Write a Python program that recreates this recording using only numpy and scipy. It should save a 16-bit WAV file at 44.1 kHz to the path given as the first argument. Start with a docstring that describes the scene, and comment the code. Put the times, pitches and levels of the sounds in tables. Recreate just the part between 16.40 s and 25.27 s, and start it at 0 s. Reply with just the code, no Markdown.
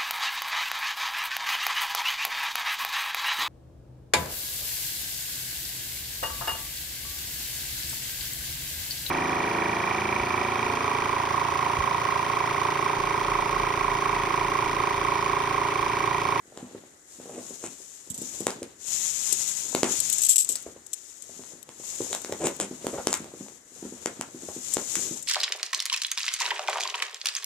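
"""A cat chases a laser dot over living-room carpet while a hand slides with a soft hiss close to the left.
First come paw steps, skids and faint hiss; near 2 s paws thump louder and claws pop out of the pile.
From 2.5 s the hand hisses louder, and near 4 s the pointer's small metal chain clinks in a dense burst.
After 5.5 s paws, pops and skids crowd together to the end. Still air and a short room echo lie behind.
Thuds are pushes of air, pops are filtered kicks, skids and hiss are shaped noise, clinks ring resonances."""
import sys
import numpy as np
from scipy import signal
from scipy.fft import rfft, irfft, next_fast_len
from scipy.io import wavfile
from scipy.ndimage import uniform_filter1d

SR = 44100
rng = np.random.default_rng(int(sys.argv[2]) if len(sys.argv) > 2 else 0)


def file_out(sig):
    """Save sig as 16-bit WAV at sys.argv[1]."""
    # one column per channel
    cols = np.atleast_2d(sig).T
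    # limit, then scale
    lim = np.clip(cols, -1, 1)
    pcm = np.round(lim * 32767).astype(np.int16)
    wavfile.write(sys.argv[1], SR, pcm)


N = 391166
TIME = np.arange(N) / SR

# Paw landings, soft and firm, levels before the overall gain:
# (time [s], level [dB], pitch of the thud [Hz])
PAW_LANDINGS = [(0.1236, -38, 560), (0.1445, -45, 470), (0.23, -27.5, 251), (0.3496, -26.5, 384),
                (0.438, -38, 443), (0.8006, -32.5, 400), (0.858, -31, 473), (0.8957, -30, 585),
                (0.981, -27, 330), (1.1083, -30, 406), (1.7083, -31, 172), (1.789, -35.5, 190),
                (1.8187, -27.5, 304), (2.0073, -22, 350), (2.2213, -24, 370), (2.9273, -33.5, 388),
                (4.1007, -32.5, 370), (4.2655, -25.5, 450), (4.3641, -34.5, 417), (4.8953, -37, 503),
                (4.9949, -31, 326), (5.1362, -39, 313), (5.2903, -34.5, 520), (5.4002, -34, 400),
                (5.6062, -17, 354), (5.7137, -29.5, 427), (5.8964, -24.5, 404), (5.9245, -18.5, 460),
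                (6.3132, -23, 300), (6.4461, -21.5, 410), (6.8058, -27.5, 235), (6.8583, -33, 450),
                (6.9396, -29, 373), (7.0104, -26.5, 270), (7.4283, -25.5, 318), (7.4533, -25, 330),
                (7.5247, -29.5, 360), (7.7967, -27, 266), (7.9485, -28.5, 298), (8.0355, -29, 300),
                (8.088, -23, 510), (8.1658, -27, 350), (8.5703, -30, 314), (8.6726, -32, 310),
                (8.7128, -25, 296)]
# Claws popping out of carpet loops, levels before the part gains:
# (time [s], thud of the backing [dB], snap of the fibre [dB], pitch of the thud [Hz])
CLAW_POPS = [(0.1747, -28.5, -27, 350), (1.24, -23.5, -27, 336), (2.0685, -12.5, -6, 405),
             (2.1049, -26, -18.5, 500), (2.23, -33, -20, 362), (3.3494, -11.5, -7.5, 338),
             (3.432, -8.5, -5.5, 338), (4.157, -34, -16, 1820), (5.037, -41.5, -37, 900),
             (5.291, -39, -30, 700), (5.7296, -24, -12.5, 560), (5.7491, -24, -14, 595),
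             (5.847, -28, -21.5, 353), (5.924, -30.5, -16, 690), (6.0701, -20.5, -9.5, 584),
             (6.2003, -18, -11, 415), (6.4681, -15.5, -15.5, 333), (6.6711, -12, -7, 344),
             (6.7288, -18, -8, 880), (6.7405, -28, -8.5, 900), (6.8436, -32.5, -28, 350),
             (7.0841, -36.5, -36, 350), (7.6593, -17, -12, 362), (7.8112, -24, -14.5, 695),
             (8.3692, -15, -16.5, 348), (8.555, -21.5, -8, 2030)]


def from_db(db):
    """Turn decibels into a gain."""
    return 10 ** (np.asarray(db) / 20)


def rms_one(x):
    """Scale to an average strength (rms) of 1."""
    return x / np.sqrt(np.mean(x ** 2) + 1e-20)


def peak_one(x):
    """Scale to a peak of 1."""
    return x / (np.abs(x).max() + 1e-20)


def at_hz(points, hz):
    """Read a curve of (frequency, value) points on a log-frequency axis."""
    f, value = np.transpose(points)
    return np.interp(np.log(np.maximum(hz, 1)), np.log(f), value)


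def cut(x, hz, kind, order=2):
    """Keep only part of the frequency range, with a Butterworth filter."""
    edges = np.clip(hz, 10, SR / 2 - 500)
    return signal.sosfilt(signal.butter(order, edges, kind, fs=SR, output="sos"), x)


def resonance(x, hz, width):
    """Ring at one frequency: a two-pole band-pass, width in Hz, with gain 1 on top."""
    r = np.exp(-np.pi * width / SR)
    top = np.array([1, 0, -1]) * (1 - r * r) / 2
    return signal.lfilter(top, [1, -2 * r * np.cos(2 * np.pi * hz / SR), r * r], x + 1e-18)


def dying(t, t60):
    """Exponential decay that falls by 60 dB in t60 seconds."""
    return np.exp(-np.log(1000) * t / max(t60, 1e-4))


def drift(rate):
    """Random wandering with rms 1, through `rate` new random values per second."""
    knots = rng.standard_normal(N // 10)
    return rms_one(np.interp(TIME * rate, np.arange(len(knots)), knots))


def noise(spectrum):
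    """Steady noise of a given colour, rms 1."""
    size = next_fast_len(N)
    hz = np.arange(size // 2 + 1) * SR / size
    white = rfft(rng.standard_normal(size))
    coloured = white * from_db(at_hz(spectrum, hz)) * (hz > 20)
    return rms_one(irfft(coloured, size)[:N])


def diffuse(mid, side):
    """Make a wide stereo field from two unrelated signals; left and right are most alike near 300 Hz."""
    # Likeness of the two channels: (frequency [Hz], correlation [-1 to 1])
    likeness = [(50, 0.47), (130, 0.83), (300, 0.94), (600, 0.23), (1200, 0), (2500, 0), (14000, 0.44)]
    size = next_fast_len(len(mid))
    alike = np.clip(at_hz(likeness, np.arange(size // 2 + 1) * SR / size), -1, 1)
    m = rfft(mid, size) * np.sqrt((1 + alike) / 2)
    s = rfft(side, size) * np.sqrt((1 - alike) / 2)
    return irfft([m + s, m - s], size)[:, :len(mid)]


def panned(db):
    """Left and right gains of constant power; db is how much louder the left is."""
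    gains = from_db(np.array([db, -db]).reshape(2, -1) / 2)
    return gains / np.sqrt(np.mean(gains ** 2, axis=0))


def add(out, s, x):
    """Mix a short sound in at time s."""
    i = max(0, round(s * SR))
    n = max(0, min(x.shape[-1], N - i))
    out[..., i:i + n] += x[..., :n]


def paws(motion, gain_db=-1, cycles=0.64, settle_db=-14, settle_t60=0.096,
         floor_db=-22, floor_hz=115, floor_t60=0.15):
    """A soft pad gives one slow push of air; the pile settles and the floor booms faintly."""
    out, t = np.zeros(N), np.arange(SR // 5) / SR
    lead = .008   # seconds from the start of each sound to the middle of its push
    after = np.maximum(t - lead, 0)
    pile, booms = rng.standard_normal(N + len(t)), rng.standard_normal(N)
    for s, db, hz in [*PAW_LANDINGS, *patter(motion)]:
        turn = (t - lead) * hz
        push = -np.cos(2 * np.pi * turn) * np.exp(-(turn / cycles) ** 2)
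        # the time, rounded to 0.01 s, picks the stretch of noise
        i = int(round(s, 2) * SR) % N
        rustle = rms_one(cut(pile[i:i + len(t)], [hz * 0.5, hz * 1.65], "band"))
        settle = rustle * dying(after, settle_t60) * (t > lead)
        boom_hz = floor_hz * np.exp(booms[i] * 0.25)
        boom = np.sin(2 * np.pi * boom_hz * after) * dying(after, floor_t60)
        step = push + from_db(settle_db) * settle + from_db(floor_db) * boom
        add(out, s - lead, from_db(db + gain_db) * step)
    return cut(out, 50, "high", order=1)


def patter(motion, vary_db=3.0, vary_pitch=0.36, count=300):
    """More steps fall at random, more often and harder the more the cat moves; rows like PAW_LANDINGS."""
    full_rate, full_db, middle_hz = 14, -31.5, 447   # steps per second and dB, both at full stir; Hz
    when, chance = rng.random((count, 2)).T
    strength, pitch = rng.standard_normal((count, 2)).T
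    busy = motion[(when * N).astype(int)] + 1e-6
    level = full_db + 20 * np.log10(busy) + vary_db * strength
    hz = middle_hz * np.exp(vary_pitch * np.clip(pitch, -2, 2))
    rows = np.transpose([when * N / SR, level, hz])
    return rows[chance < full_rate * N / SR / count * np.sqrt(busy)]


def claws(thud_db=2, damping=0.75, dull_hz=1700, snap_t60=0.0035, fray=0.97, tear_db=-25, tear_t60=0.027):
    """The lifted backing slaps down as the loop lets go with a crack; a few more fibres tear after it."""
    out, t = np.zeros(N), np.arange(SR // 8) / SR
    kick = -1. * (t == 0)
    for s, low_db, high_db, hz in CLAW_POPS:
        thud = peak_one(cut(resonance(kick, hz, hz * damping), dull_hz, "low"))
        frayed = fray * rng.standard_normal(len(t)) * dying(t, snap_t60)
        crack = peak_one(cut(kick + frayed, [2000, 13000], "band"))
        spiky = rng.standard_normal(len(t)) ** 3   # cubing leaves a few strong spikes
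        tear = rms_one(cut(spiky, [700, 7000], "band", order=1)) * dying(t, tear_t60)
        snap = from_db(high_db) * (crack + from_db(tear_db) * tear)
        add(out, s, from_db(low_db + thud_db) * thud + snap)
    return out


def skids(rasp_db=-1, spread=1.46, grain_db=6, body_db=-10):
    """A braking paw rubs harder and harder, then eases off; tufts flicking under the claws rasp unevenly."""
    # Skids of the paw on the pile, short and long, rasp before its gain:
    # (time of strongest push [s], swell [s], fade [s], rub level [dB], rub pitch [Hz], fibre rasp level [dB])
    braking = [(.186, 0.044, .15, -52, 600, -62), (.98, .15, 0.076, -43, 420, -51.5),
               (1.252, .033, 0.029, -42, 422, -39.5), (2.089, .026, .039, -42, 830, -66),
               (3.45, .012, 0.087, -38, 900, -47), (6.04, .05, 0.089, -27.5, 403, -38.5),
               (6.057, 0.019, 0.033, -35, 620, -35), (6.213, 0.026, 0.06, -34, 375, -35.5),
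               (6.546, 0.027, 0.032, -31.5, 456, -61), (6.579, 0.0023, 0.04, -29, 570, -60),
               (6.731, 0.043, 0.055, -45, 870, -36.5), (8.6, 0.093, 0.21, -47, 350, -63)]
    # Colour of the rasp: (frequency [Hz], relative level [dB])
    rasp_colour = [(300, -30), (900, -2.5), (1600, -10.5), (2500, -3), (4500, -13), (7500, 1),
                   (10000, -3.5), (14500, -32)]
    out = np.zeros(N)
    tufts = rms_one(noise(rasp_colour) * from_db(grain_db * np.minimum(drift(500), 1)))
    for s, swell, fade, db, hz, fibre_db in [*braking, *drags()]:
        span = slice(max(0, int((s - swell) * SR)), int((s + fade) * SR))
        push = np.interp(TIME[span], [s - swell, s, s + fade], [0, 1, 0]) ** 0.98
        slips = rng.standard_normal((2, len(push)))
        rub = rms_one(cut(slips[0], [hz / spread, hz * spread], "band"))
        weight = rms_one(cut(slips[1], [110, 320], "band", order=1))
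        rubbing = from_db(db) * (rub + from_db(body_db) * weight)
        rasping = from_db(fibre_db + rasp_db) * tufts[span]
        out[span] += push * (rubbing + rasping)
    return out


def drags():
    """After each claw pop the freed paw drags on briefly through the pile; rows like the skids."""
    delay_s, swell_s, fade_s = .014, .012, .06
    rub_db, rasp_db = -26, -30   # against the table's thud level of the pop
    pitch_ratio = 1.36   # rub pitch over thud pitch
    return [(s + delay_s, swell_s, fade_s, db + rub_db, hz * pitch_ratio, db + rasp_db)
            for s, db, _, hz in CLAW_POPS]


def stir():
    """How much the cat's body moves: it swells around every footfall, more for hard ones; top 1."""
    before_s, after_s = 0.079, 0.14   # lead-in and settling
    follows = 0.56   # share of the footfall's dB that the body follows
    t, power = TIME[::100], 0
    for s, db, *_ in [*PAW_LANDINGS, *CLAW_POPS]:
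        reach = np.where(t < s, before_s, after_s)
        power = power + from_db(2 * follows * db) * np.exp(-((t - s) / reach) ** 2)
    return peak_one(np.sqrt(np.interp(TIME, t, power)))


def shuffle(motion, gain_db=-46, uneven_db=2):
    """Fur and paws rustle unevenly on the pile as the body moves."""
    # Colour of the rustle: (frequency [Hz], relative level [dB])
    fur_colour = [(40, -24), (80, 4.5), (150, 3), (350, 7.5), (700, 1.5), (1200, -4.5), (2200, -7.5),
                  (4000, -7), (9000, -25)]
    level = from_db(gain_db + uneven_db * drift(60))
    return motion * level * diffuse(noise(fur_colour), noise(fur_colour))


def hand(gain_db=3, grain_db=1.33, waver_db=1.03):
    """Fine friction hisses in strokes that slow and come to rest; a resting hand still hisses faintly."""
    # Strokes, levels before the overall gain:
    # (start [s], length [s], hiss level [dB], left over right [dB], run-up [s])
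    strokes = [(0.16, 0.52, -61, 7, .03), (0.749, 0.37, -50.5, 6, 0.074), (1.083, 0.58, -45.5, 10.5, 0.09),
               (1.903, .11, -39.5, 10.5, 0.13), (2.554, 0.21, -29.5, 19.5, 0.099),
               (2.917, .1, -29.5, 16, 0.15), (3.097, 0.29, -34, 15, 0.069), (3.535, .3, -30, 14.5, .07),
               (4.053, 0.093, -40.5, 10, 0.016), (4.637, 0.44, -48.5, 17, 0.16),
               (4.926, 0.2, -49, 11, 0.072), (5.56, 0.19, -38, 9.5, 0.16), (6.004, 0.38, -45.5, 10, 0.3),
               (6.488, 0.27, -44, 7, 0.07), (7.002, 0.078, -49.5, 13, 0.08), (7.39, 0.4, -47, 11, 0.086),
               (8.158, 0.062, -43, 9, 0.21), (8.31, 0.051, -35, 14, 0.087),
               (8.549, 0.14, -32.5, 11.5, 0.098)]
    # Colour of the hiss at the left and right microphone ports: (frequency [Hz], relative level [dB])
    left_colour = [(40, -29.5), (130, -14.5), (400, -23), (1400, -23), (2600, -17.5), (3700, -14),
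                   (4600, -15.5), (6000, -5), (7000, 2.5), (7900, -4), (9500, -14.5), (11500, -17.5),
                   (12500, -18.5), (14500, -28)]
    right_colour = [(40, -24), (130, -12), (800, -14.5), (2500, -15), (4500, -12), (6500, -9), (8300, 0.5),
                    (9500, -9.5), (11500, -13), (14500, -19)]
    rest_db, rest_pan_db = -61.5, 6.5
    sag_db_per_s, release_s = 8, 0.11
    t = TIME[::100]
    power = (from_db(rest_db) * panned(rest_pan_db)) ** 2
    for start, length, db, pan, run_up in strokes:
        attack = np.exp(-(np.minimum(t - start, 0) / run_up) ** 2)
        hold = from_db(db - sag_db_per_s * np.clip(t - start, 0, length))
        release = np.exp(-np.maximum(t - start - length, 0) / release_s)
        power = power + (attack * hold * release * panned(pan)) ** 2
    level = np.array([np.interp(TIME, t, np.sqrt(side)) for side in power])
    hiss = np.array([noise(left_colour), noise(right_colour)])
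    return hiss * level * from_db(gain_db + grain_db * drift(900) + waver_db * drift(40))


def chain(grain_db=4, tick_db=-11, vary_db=3, detune=0.0028, hold=0.35, tail_db=-17):
    """Each knock is a brief uneven rattle of links, ringing every mode with a strength of its own."""
    # Links knocking, before the loudest are rounded off:
    # (time [s], level [dB], left over right [dB], rattle length [s])
    knocks = [(1.701, -28, -2, 0.053), (1.743, -31.5, -2, 0.047), (1.778, -30, 3, 0.042),
              (1.817, -30, 6, 0.029), (2.005, -26.5, 7, 0.021), (2.925, -13.5, 19, 0.028),
              (3.602, -13, 20, 0.017), (3.699, -16.5, 19, 0.022), (3.726, -17, 11, .037),
              (3.783, -17.5, 16, 0.028), (3.818, -16, 14, 0.049), (3.8347, -13.5, 15, 0.025),
              (3.849, -13, 19, 0.035), (3.8654, -16, 13, 0.021), (3.891, -8, 17, 0.12),
              (3.924, -35, 8, 0.067), (3.9585, -11.5, 7, 0.027), (3.981, -7, 21, 0.018),
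              (3.989, -13.5, 11, 0.11), (4.09, -14.5, 15, 0.053), (4.105, -25, 9, 0.04),
              (4.119, -21, 14, 0.052), (4.155, -21, 18, 0.027), (4.225, -34.5, 17, 0.016),
              (4.532, -23, 12, 0.028), (8.3365, -16, 20, 0.031), (8.825, -31.5, 12, .022)]
    # Ringing of the links: (frequency [Hz], width [Hz], relative level before chance variation [dB])
    modes = [(3700, 1000, 2), (6200, 170, 9), (7400, 110, -3), (7200, 87, -5), (7730, 520, 29),
             (10400, 43, 1), (11500, 300, 4), (10580, 780, 10), (12800, 530, -32), (13400, 310, -19)]
    out, t = np.zeros((2, N)), np.arange(SR // 10) / SR
    swinging = jingle(3.8, 4.05, -21.5, count=10)   # the chain swings and lesser knocks crowd together
    stray = jingle(4.2, 6.8, -33.5, count=6)   # small knocks while the pointer is held
    for s, db, pan, length in [*knocks, *swinging, *stray]:
        contacts = np.minimum(rng.standard_normal(len(t)), 2)
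        contacts[0] = 2   # the first contact is the hardest
        clumps = from_db(grain_db * np.repeat(contacts, 20)[:len(t)])
        rattle = np.exp(-(t / (hold * length)) ** 2) + from_db(tail_db) * dying(t, 2 * length)
        touches = rng.standard_normal((2, len(t))) * clumps * rattle
        clink = from_db(tick_db) * touches
        for hz, width, mode_db in modes:
            strength = from_db(mode_db + rng.normal(0, vary_db))
            clink = clink + strength * resonance(touches, hz * (1 + rng.normal(0, detune)), width)
        clink = cut(clink, 2130, "high", order=6)
        # loudest 3 ms of each channel
        loudest = np.sqrt(uniform_filter1d(clink ** 2, size=130, axis=1).max(axis=1, keepdims=True))
        add(out, s, from_db(db) * panned(pan) * clink / loudest)
    ceiling = .62
    rounded = ceiling * np.tanh(out / ceiling)   # the loudest knocks are rounded off
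    return cut(rounded, 2400, "high", order=3)


def jingle(first_s, last_s, level_db, count, vary_db=2, pan_db=21, length_s=0.016):
    """Lesser knocks of the links, unevenly spaced over a stretch of time; rows like the chain's knocks."""
    times = first_s + (last_s - first_s) * (np.arange(count) + rng.random(count)) / count
    levels = level_db + vary_db * rng.standard_normal(count)
    return [(s, db, pan_db, length_s) for s, db in zip(times, levels)]


def spaced(x, lag_s=.00004):
    """The cat is off to one side, so its sound reaches the left port a little before the right."""
    return np.array([x, np.interp(TIME - lag_s, TIME, x)])


def living_room(x, wet_db=-5, first_echo_s=.009, early_db=4, early_t60=0.075):
    """Dense echoes off the furniture, then a short tail that dies sooner in the treble."""
    # Colour of the echo: (frequency [Hz], relative level [dB])
    echo_colour = [(60, -1.5), (150, -1.5), (330, 3.5), (700, -5), (1500, 5), (4000, -0.5), (12000, -10.5)]
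    # Time the tail takes to fall by 60 dB: (frequency [Hz], time [s])
    echo_t60 = [(60, 1), (350, 0.25), (1500, 0.36), (12000, 0.065)]
    t = np.arange(SR // 2) / SR
    edges = np.geomspace(45, 16000, 13)
    white, tail = rng.standard_normal((2, 2, len(t))), 0
    for k, (low, high) in enumerate(zip(edges, edges[1:])):
        hz = np.sqrt(low * high)
        fade = dying(t, at_hz(echo_t60, hz)) + from_db(early_db) * dying(t, early_t60)
        fade = fade / np.sqrt(np.sum(fade ** 2))
        # neighbouring bands use unrelated noise
        tail = tail + cut(white[k % 2], [low, high], "band") * from_db(at_hz(echo_colour, hz)) * fade
    out = np.zeros((2, N))
    add(out, first_echo_s, from_db(wet_db) * signal.fftconvolve(x[None], diffuse(*tail), axes=1))
    return out


def ports(x, left_hz=7000, right_hz=8300, width=1400, left_db=6, right_db=0):
    """The small cavity before each microphone rings in the treble."""
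    left = from_db(left_db) * resonance(x[0], left_hz, width)
    right = from_db(right_db) * resonance(x[1], right_hz, width)
    return x + np.array([left, right])


def still_air(level_db=-62):
    """Steady faint noise of the air, spread between left and right."""
    # Colour of the air: (frequency [Hz], relative level [dB])
    air_colour = [(25, -4), (60, 4), (150, -4), (350, 9), (900, 0), (2000, 4), (4500, -45), (7000, -26),
                  (10000, -10), (14000, -21)]
    return from_db(level_db) * diffuse(noise(air_colour), noise(air_colour))


def scene():
    """The cat in the room, hand and chain close by, still air behind."""
    motion = stir()
    cat = paws(motion) + claws() + skids()
    cat_in_room = ports(spaced(cat) + living_room(cat))
    return cat_in_room + shuffle(motion) + hand() + chain() + still_air()


def record(dry, cutoff_hz=14600):
    """Peaks beyond full scale clip; then the top of the treble is cut steeply."""
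    steep = signal.ellip(10, .3, 80, cutoff_hz, fs=SR, output="sos")
    return signal.sosfilt(steep, np.clip(dry, -1, 1))


dry = scene()
out = record(dry)
file_out(out)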